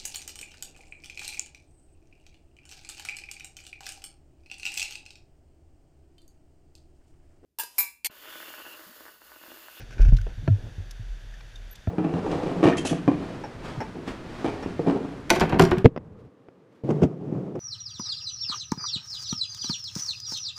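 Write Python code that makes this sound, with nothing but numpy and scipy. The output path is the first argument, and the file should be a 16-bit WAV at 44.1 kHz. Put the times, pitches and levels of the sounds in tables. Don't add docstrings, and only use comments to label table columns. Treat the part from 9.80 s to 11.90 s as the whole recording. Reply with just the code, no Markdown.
import sys
import numpy as np
from scipy import signal
from scipy.fft import rfft, irfft
from scipy.io import wavfile
from scipy.ndimage import uniform_filter1d

SR = 44100
rng = np.random.default_rng(int(sys.argv[2]) if len(sys.argv) > 2 else 0)


def digitize_waveform(pressure):
    field = np.atleast_2d(pressure).T
    bounded = np.clip(field, -1, 1)
    quanta = np.round(bounded * 32767).astype(np.int16)
    wavfile.write(sys.argv[1], SR, quanta)


N = 92610


def undb(db):
    return 10 ** (np.asarray(db) / 20)


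def unit(x):
    return x / np.sqrt(np.mean(x ** 2))


def clock():
    return np.arange(N) / SR


def curve(rows):
    time_s, level_db = np.array(rows).T
    return undb(np.interp(clock(), time_s, level_db))


def colour(x, points, tilt_db=0):
    hz, db = np.array(points).T
    tilted_db = db + tilt_db * np.log2(hz / hz[0])
    bin_hz = np.maximum(np.arange(N // 2 + 1) * SR / N, 1)
    gain = undb(np.interp(np.log2(bin_hz), np.log2(hz), tilted_db))
    low_cut = np.minimum(bin_hz / hz[0], 1)
    return unit(irfft(rfft(x) * gain * low_cut, N))


def noise(points):
    return colour(rng.standard_normal(N), points)


def walk(rate_hz):
    step = int(SR / rate_hz)
    values = np.repeat(rng.standard_normal(N // step + 1), step)
    return unit(uniform_filter1d(values, step)[:N])


def envelope(start, attack, hold, t60):
    age = clock() - start
    rise = np.sin(np.pi / 2 * np.clip(age / attack, 0, 1)) ** 2
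    return rise * np.exp(-np.log(1000) * np.maximum(age - hold, 0) / t60)


def swell(start, length):
    return np.sin(np.pi * np.clip((clock() - start) / length, 0, 1))


def tone(start, hz):
    return np.sin(2 * np.pi * hz * (clock() - start))


GRAINS_PER_S, GRAIN_SPREAD_DB = 1800, 3.5


def grains():
    size = undb(GRAIN_SPREAD_DB * np.minimum(rng.exponential(size=N), 4))
    struck = rng.random(N) < GRAINS_PER_S / SR
    return struck * size * rng.choice([-1, 1], N)


HISS_DB, HISS_FLICKER_DB = -54, 0.17
# (relative, per Hz)
HISS_COLOUR = [(100, 14), (300, -1.5), (650, 1.5), (1130, -6), (1650, 6), (2100, -2.5), (2800, -2),
               (3150, -2.5), (3550, 1), (4100, -9.5), (4550, -4), (5200, -11), (5800, -6.5), (6800, -11),
               (8000, -18.5), (9500, -19), (12000, -22.5), (15000, -29.5)]


def hiss():
    return undb(HISS_DB + HISS_FLICKER_DB * walk(24.75)) * noise(HISS_COLOUR)


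# time_s, level_db
RUMBLE_LEVEL = [(0, -31), (.12, -40), (.3, -23.5), (.6, -37.5), (.78, -31), (.9, -44), (1.3, -39.5),
                (1.55, -45), (1.7, -42.5), (2.1, -42.5)]
# (relative, per Hz)
RUMBLE_COLOUR = [(12, -9), (27, -7), (40, 12.5), (58, -19.5), (80, -24), (103, -6.5), (150, -23),
                 (250, -65), (600, -82)]


def rumble():
    return curve(RUMBLE_LEVEL) * noise(RUMBLE_COLOUR)


RUB_FLICKER_DB = 1.42
# time_s, level_db
RUB_LEVEL = [(0, -41.5), (.07, -55.5), (.2, -41.5), (.31, -47.5), (.4, -58), (.45, -89), (.48, -38),
             (.55, -57), (.66, -48.5), (.78, -47.5), (.87, -42.5), (.95, -53.5), (1.02, -50), (1.1, -59.5),
             (2.1, -60)]
# (relative, per Hz)
RUB_COLOUR = [(100, 3.5), (200, -10), (380, -12), (520, -15), (660, -18), (850, -23), (1200, -32),
              (3000, -91)]


def rubbing():
    flicker = undb(RUB_FLICKER_DB * walk(38))
    return curve(RUB_LEVEL) * flicker * colour(grains(), RUB_COLOUR)


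SQUEAK_HZ, SQUEAK_WOBBLE = 12380, 0.0033
# start_s, length_s, level_db
SQUEAK_PULSES = [(1.91, 0.01, -43), (1.921, 0.019, -46.5)]


def squeak():
    pitch_hz = SQUEAK_HZ * (1 + SQUEAK_WOBBLE * walk(320))
    whistle = np.sin(2 * np.pi * np.cumsum(pitch_hz) / SR)
    return whistle * sum(undb(db) * swell(s, length) for s, length, db in SQUEAK_PULSES)


TICK_ATTACK_S, TICK_HOLD_S, TICK_T60_S = 0.0011, 0.0042, 0.025
# start_s, level_db, ring_hz, ring_over_click_db, tilt_db (per octave)
GRIT_TICKS = [(.107, -52, 1580, 5, -13), (0.367, -43.5, 4080, -3.5, -3), (0.386, -58.5, 1530, 20, -14),
              (1.1087, -43.5, 6070, -18, 2.5), (1.538, -59.5, 1760, 12, 0), (1.6059, -49, 2350, 0, -8.5),
              (1.7568, -51.5, 3630, 10, -1), (1.9545, -48.5, 3560, -5.5, 3)]
# (relative, per Hz)
TICK_COLOUR = [(800, -8), (2500, 1), (3600, 5), (4700, 1), (5400, 5.5), (6400, 3.5), (9000, -12),
               (10500, -7), (13000, -15), (15000, -22)]


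def ticks():
    out = 0
    for s, db, hz, ring_db, tilt_db in GRIT_TICKS:
        click = colour(rng.standard_normal(N), TICK_COLOUR, tilt_db)
        ring = undb(ring_db) * tone(s, hz)
        out = out + undb(db) * envelope(s, TICK_ATTACK_S, TICK_HOLD_S, TICK_T60_S) * (click + ring)
    return out


SCUFF_ATTACK_S, SCUFF_T60_S = 0.0016, 0.03
# start_s, hold_s, level_db, tilt_db (per octave)
GRAVEL_SCUFFS = [(0, 0.025, -50.5, 4), (0.105, 0.0042, -44.5, 3.5), (0.118, 0.024, -51.5, 3.5),
                 (0.181, 0.055, -46.5, 0.5), (0.208, 0.017, -47.5, 8.5), (0.245, 0.019, -47, 4),
                 (0.279, 0.019, -48, 3.5), (0.333, 0.013, -50.5, 8.5), (0.382, 0.0028, -46, 7.5),
                 (0.413, .002, -49, 8), (0.487, 0.044, -55.5, -3.5)]
# (relative, per Hz)
GRAVEL_COLOUR = [(400, -11.5), (850, 6.5), (1130, -15.5), (1500, 16.5), (2000, -1), (2450, 7.5),
                 (3700, -13.5), (5700, -6.5), (8000, -26.5), (9700, -27), (15000, -41)]


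def scuffs():
    out = 0
    for s, hold, db, tilt_db in GRAVEL_SCUFFS:
        crunch = colour(grains(), GRAVEL_COLOUR, tilt_db)
        out = out + undb(db) * envelope(s, SCUFF_ATTACK_S, hold, SCUFF_T60_S) * crunch
    return out


KNOCK_ATTACK_S, CRACK_HOLD_S, CRACK_T60_S = 0.00046, 0.00079, 0.028
# start_s, level_db, brightness_hz, crack_over_ring_db
SHELL_KNOCKS = [(0.1946, -28, 980, -0.5), (.258, -34.5, 800, -11), (.282, -36, 2500, -9.5),
                (.3215, -35.5, 1410, 0), (0.343, -36.5, 340, -1.5), (.467, -35.5, 5000, 1.5),
                (0.6767, -17.5, 4430, -7), (2.0719, -23, 1360, -9.5)]
# pitch_hz, level_db (relative), t60_s
SHELL_MODES = [(238, -2, 0.038), (353, -2.5, 0.025), (464, -12.5, 0.025), (533, -13.5, 0.041),
               (655, -6.5, 0.067), (786, -15.5, 0.029), (955, -17, 0.033), (1375, -16, 0.05),
               (1540, -17, 0.025), (1753, -11.5, 0.024), (2350, -20, 0.029), (3150, -21, 0.0245),
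               (4300, -22.5, 0.023), (5800, -21, 0.0078)]
# (relative, per Hz)
CRACK_COLOUR = [(200, 4), (450, 7.5), (820, -1.5), (1150, -14), (1450, -13), (1800, -0.5), (2080, -29.5),
                (2500, -7.5), (4000, -26.5), (8000, -41)]


def knocks():
    out, crack_noise = 0, noise(CRACK_COLOUR)
    for s, db, bright_hz, crack_db in SHELL_KNOCKS:
        ring = 0
        for k, (hz, mode_db, t60) in enumerate(SHELL_MODES):
            sign = (-1) ** k
            ring = ring + sign * undb(mode_db) * envelope(s, KNOCK_ATTACK_S, 0, t60) * tone(s, hz)
        crack = undb(crack_db) * crack_noise * envelope(s, KNOCK_ATTACK_S, CRACK_HOLD_S, CRACK_T60_S)
        contact = signal.butter(2, bright_hz, fs=SR, output="sos")
        out = out + undb(db) * signal.sosfilt(contact, ring + crack)
    return out


THUMP_ATTACK_S, BOOM_T60_S, THUD_T60_S = 0.0039, 0.12, 0.13
# start_s, pitch_hz, boom_level_db, boom_hold_s, thud_level_db
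HELMET_THUMPS = [(.205, 140, -28, 0.024, -51), (0.254, 73, -16.5, 0.019, -47),
                 (0.283, 108.8, -15.5, 0.011, -60), (0.3232, 123.9, -16.5, .022, -24.5),
                 (0.363, 94.4, -28.5, 0.05, -70), (.463, 98.8, -40.5, 0.028, -61),
                 (.575, 98, -31, 0.023, -40.5), (.625, 142.7, -35.5, 0.044, -35),
                 (.6815, 126.5, -8.5, 0.0039, -19), (0.6923, 100.7, -11.5, 0.046, -53),
                 (0.836, 108.7, -38.5, 0.058, -41), (0.98, 93.3, -27.5, 0.022, -44),
                 (1.195, 106, -30, 0.011, -49), (2.0718, 129.7, -20, 0.0058, -19)]
# (relative, per Hz)
THUD_COLOUR = [(25, -7), (70, 13.5), (140, 9.5), (240, 1.5), (400, -19), (800, -56)]


def thumps():
    out, thud_noise = 0, noise(THUD_COLOUR)
    for s, hz, db, hold, thud_db in HELMET_THUMPS:
        boom = undb(db) * envelope(s, THUMP_ATTACK_S, hold, BOOM_T60_S) * tone(s, hz)
        thud = undb(thud_db) * envelope(s, THUMP_ATTACK_S, 0, THUD_T60_S) * thud_noise
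        out = out + boom + thud
    return out


ROCK_HZ, ROCK_ATTACK_S, ROCK_T60_S = 38.3, 0.021, 0.15
# start_s, level_db, hold_s
MOUNT_JOLTS = [(0.1902, -6.5, 0.051), (0.264, -6, 0.012), (.317, -1.5, 0.012), (0.477, -27, 0.055),
               (0.697, -48, 0.031), (0.991, -35.5, 0.035), (1.289, -29.5, 0.042)]


def rocking():
    out = 0
    for s, db, hold in MOUNT_JOLTS:
        out = out + undb(db) * envelope(s, ROCK_ATTACK_S, hold, ROCK_T60_S) * tone(s, ROCK_HZ)
    return out


def scene():
    background = hiss() + rumble() + rubbing()
    small_sounds = squeak() + ticks() + scuffs()
    return (background + small_sounds + knocks() + thumps() + rocking())[None]


TOP_HZ = 15400


def record(dry):
    return signal.sosfilt(signal.ellip(8, .2, 70, TOP_HZ, fs=SR, output="sos"), dry)


dry = scene()
out = record(dry)
digitize_waveform(out)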